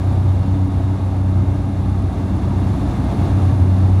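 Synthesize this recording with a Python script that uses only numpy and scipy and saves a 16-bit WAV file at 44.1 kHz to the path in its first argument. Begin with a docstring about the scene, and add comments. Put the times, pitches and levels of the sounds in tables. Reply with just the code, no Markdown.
"""Inside the cabin of a small turboprop floatplane moving along a river at steady power.
From the start the three-bladed propeller drones at multiples of its shaft rate over a low cabin rumble;
air and exhaust rush through the panels, the gears hum faintly and the turbine whines thinly.
Around two seconds the blade tone begins to dip. Near three seconds it is weakest, while the rush and
the panels' shudder swell. In the last second these ease and the blade tone returns louder than before."""
import sys
import numpy as np
from scipy import signal
from scipy.fft import rfft, irfft
from scipy.io import wavfile

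SR = 44100
rng = np.random.default_rng(int(sys.argv[2]) if len(sys.argv) > 2 else 0)


def log_audio(samples):
    """Write samples as a 16-bit WAV file to the path given in sys.argv[1]."""
    # one column per channel
    frames = np.atleast_2d(samples).T
    # limit to full scale, then quantise
    limited = np.clip(frames, -1, 1)
    pcm = np.round(limited * 32767).astype(np.int16)
    wavfile.write(sys.argv[1], SR, pcm)


N = 176400

# spectrum of the cabin rumble at 0 dB gain: (frequency [Hz], spectral density [dB per Hz])
RUMBLE_SPECTRUM = [(6, -69), (20, -71), (33, -61), (48, -47.5), (75, -42), (101, -41.5), (135, -44.5),
                   (168, -53), (260, -76)]
# envelope of the rumble and boom: (time [s], gain [dB])
RUMBLE_GAIN = [(0, 0.5), (.68, 1.5), (1.1, -5), (1.7, 0), (2.15, -1.5), (2.6, .4), (3.25, 2), (3.7, 0),
               (4, 0.5)]
# spectrum of the panels' shudder at 0 dB gain: (frequency [Hz], spectral density [dB per Hz])
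SHUDDER_SPECTRUM = [(120, -72.5), (175, -57), (202, -47), (228, -51), (280, -50), (330, -55.5), (400, -61),
                    (500, -72.5), (800, -94.5)]
# envelope of the shudder: (time [s], gain [dB])
SHUDDER_GAIN = [(0, -1.2), (.8, -2), (1.4, -1.1), (2.1, 0.2), (2.65, 3), (3.0, 2.5), (3.42, 4.5),
                (3.8, 1.2), (4, -0.2)]
# spectrum of the exhaust roar at 0 dB gain: (frequency [Hz], spectral density [dB per Hz])
ROAR_SPECTRUM = [(250, -70.5), (480, -66.5), (670, -61), (800, -63), (940, -64.5), (1010, -69.5),
                 (1110, -68), (1240, -70.5), (1420, -77), (1680, -77.5), (1970, -87.5), (3000, -104)]
# narrow resonances in the roar at 0 dB gain: (frequency [Hz], width [Hz], level [dB])
ROAR_RESONANCES = [(2130, 140, -59), (2440, 60, -68), (2760, 67, -62), (3510, 150, -62), (3660, 220, -63.5),
                   (4300, 110, -69.5), (11350, 250, -80)]
# spectrum of the air hiss at 0 dB gain: (frequency [Hz], spectral density [dB per Hz])
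HISS_SPECTRUM = [(700, -93), (1600, -81), (2400, -84), (3100, -87), (3750, -85.5), (4350, -87.5),
                 (4900, -91), (6700, -92.5), (8400, -97.5), (9200, -97), (10400, -104), (11500, -101.5),
                 (13000, -105.5), (15600, -110.5)]
# strength of the rush, of which roar, hiss and whine each follow a share: (time [s], gain [dB])
RUSH_GAIN = [(0, 0.9), (.6, -0.6), (1.5, -1.34), (2.0, -0.5), (2.5, 1.0), (2.8, 3), (3.0, 2.5), (3.22, 4.5),
             (3.42, 3.4), (3.7, 1.4), (4, 1.1)]
# gearbox tones: (frequency [Hz], level [dB])
GEAR_PARTIALS = [(787, -52.5), (1102, -56), (3843, -68)]
# pitch of the compressor whine: (time [s], frequency [Hz])
WHINE_PITCH = [(0, 9808), (.7, 9826), (1.4, 9808), (2.2, 9760), (3.2, 9750), (3.6, 9700), (4, 9680)]
# speed of the propeller shaft: (time [s], rotation rate [turns per s])
SHAFT_RATE = [(0, 31.33), (.5, 31.41), (1.2, 31.35), (2.0, 31.3), (2.7, 31.25), (3.4, 31.3), (4, 31.15)]
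# envelope of the blade-passing tone: (time [s], level [dB])
BLADE_LEVEL = [(0, -16), (.2, -16.5), (.6, -18), (1.35, -16), (1.8, -22), (2.05, -15.5), (2.2, -26.5),
               (2.6, -19.5), (2.78, -29), (3.25, -22.5), (3.42, -17), (3.62, -12.5), (4, -11.5)]
# the other propeller tones: (harmonic number [multiple of the shaft rate], level [dB])
SHAFT_HARMONICS = [(2, -28.5), (4, -30), (5, -39), (6, -30), (8, -43.5), (9, -33), (11, -45.5), (12, -46),
                   (15, -56), (18, -49), (21, -51.5), (24, -53.5), (27, -54.5), (30, -58), (39, -58.5)]


def from_db(db):
    """Amplitude grows tenfold with every 20 dB."""
    return 10 ** (np.asarray(db) / 20)


def rms_one(x):
    """Normalisation to unit mean power."""
    return x / np.sqrt(np.mean(x ** 2) + 1e-20)


def in_time(rows):
    """Linear interpolation of a time table, one value per sample."""
    return np.interp(np.arange(N) / SR, *np.transpose(rows))


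def phase_of(hz):
    """Phase is the time integral of frequency, here from a random start."""
    return 2 * np.pi * (np.cumsum(hz) / SR + rng.random())


def filtered_noise(gain_at):
    """Filtered white noise takes on the shape of the frequency response."""
    hz = np.maximum(np.arange(N // 2 + 1) * SR / N, 1)
    return irfft(rfft(rng.standard_normal(N)) * gain_at(hz), N)


def drift(corner_hz):
    """Low-pass noise gives a smooth random fluctuation of rms 1."""
    return rms_one(filtered_noise(lambda hz: 1 / (1 + (hz / corner_hz) ** 2)))


def coloured_noise(spectrum):
    """Noise of a given spectral density, falling 24 dB per octave beyond the table's ends."""
    points_hz, db = np.transpose(spectrum)

    def response(hz):
        skirts = np.minimum(1, np.minimum(hz / points_hz[0], points_hz[-1] / hz)) ** 4
        return from_db(np.interp(np.log(hz), np.log(points_hz), db)) * skirts
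    return np.sqrt(SR / 2) * filtered_noise(response)


def resonant_noise(centre_hz, width_hz):
    """A randomly driven resonance passes a narrow band about its natural frequency; rms 1."""
    def response(hz):
        detuning = (hz ** 2 - centre_hz ** 2) / (2 * hz * width_hz)
        return (1 + detuning ** 2) ** -2
    return rms_one(filtered_noise(response))


def tone(phase, waver_db=2.54, wander_rad=0.29, waver_hz=1.2):
    """Slow random amplitude and phase modulation make a sinusoid waver; rms 1."""
    envelope = from_db(waver_db * drift(waver_hz))
    return rms_one(envelope * np.sin(phase + wander_rad * drift(waver_hz)))


def airframe():
    """Forced vibration: the cabin rumbles, its air booms at resonance and its panels shudder."""
    rumble = coloured_noise(RUMBLE_SPECTRUM)
    boom = from_db(-27.5) * resonant_noise(centre_hz=86.6, width_hz=7.2)
    shudder = coloured_noise(SHUDDER_SPECTRUM)
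    return from_db(in_time(RUMBLE_GAIN)) * (rumble + boom) + from_db(in_time(SHUDDER_GAIN)) * shudder


def slipstream(rush_db, roar_share=0.92, hiss_share=0.97, gust_db=0.47):
    """Turbulent flow radiates broadband noise: exhaust roar and air hiss, fluttering together."""
    roar = coloured_noise(ROAR_SPECTRUM)
    roar += sum(from_db(db) * resonant_noise(hz, width) for hz, width, db in ROAR_RESONANCES)
    hiss = coloured_noise(HISS_SPECTRUM)
    flutter = from_db(gust_db * drift(corner_hz=8.7))
    return flutter * (from_db(roar_share * rush_db) * roar + from_db(hiss_share * rush_db) * hiss)


def gearbox():
    """Periodic meshing of gear teeth gives faint tones of steady pitch."""
    return sum(from_db(db) * tone(phase_of(np.full(N, hz))) for hz, db in GEAR_PARTIALS)


def turbine(rush_db, rush_share=0.9, spread_hz=14):
    """The compressor whine sags slowly in pitch; modulation by turbulence adds sidebands of noise."""
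    pitch_hz = in_time(WHINE_PITCH)
    jitter_hz = spread_hz * drift(corner_hz=30)
    whine = tone(phase_of(pitch_hz + jitter_hz), waver_db=0.5)
    sidebands = rms_one(drift(corner_hz=240) * np.sin(phase_of(pitch_hz)))
    return from_db(rush_share * rush_db) * (from_db(-67.5) * whine + from_db(-65) * sidebands)


def propeller(blades=3):
    """A rotor radiates harmonics of its shaft rate, chiefly the one at which its blades pass."""
    shaft_phase = phase_of(in_time(SHAFT_RATE))
    drone = from_db(in_time(BLADE_LEVEL)) * tone(blades * shaft_phase, waver_db=1.13)
    for harmonic, db in SHAFT_HARMONICS:
        start_phase = 2 * np.pi * rng.random()
        drone += from_db(db) * tone(harmonic * shaft_phase + start_phase)
    return drone


def scene():
    """Superposition: the pressures of all sources add at a seat by the window."""
    rush_db = in_time(RUSH_GAIN)
    pressure = propeller() + gearbox() + airframe() + slipstream(rush_db) + turbine(rush_db)
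    return pressure[None]


def record(dry, cutoff_hz=15700):
    """An elliptic low-pass filter cuts the highest treble steeply."""
    return signal.sosfilt(signal.ellip(12, .1, 80, cutoff_hz, fs=SR, output="sos"), dry)


dry = scene()
out = record(dry)
log_audio(out)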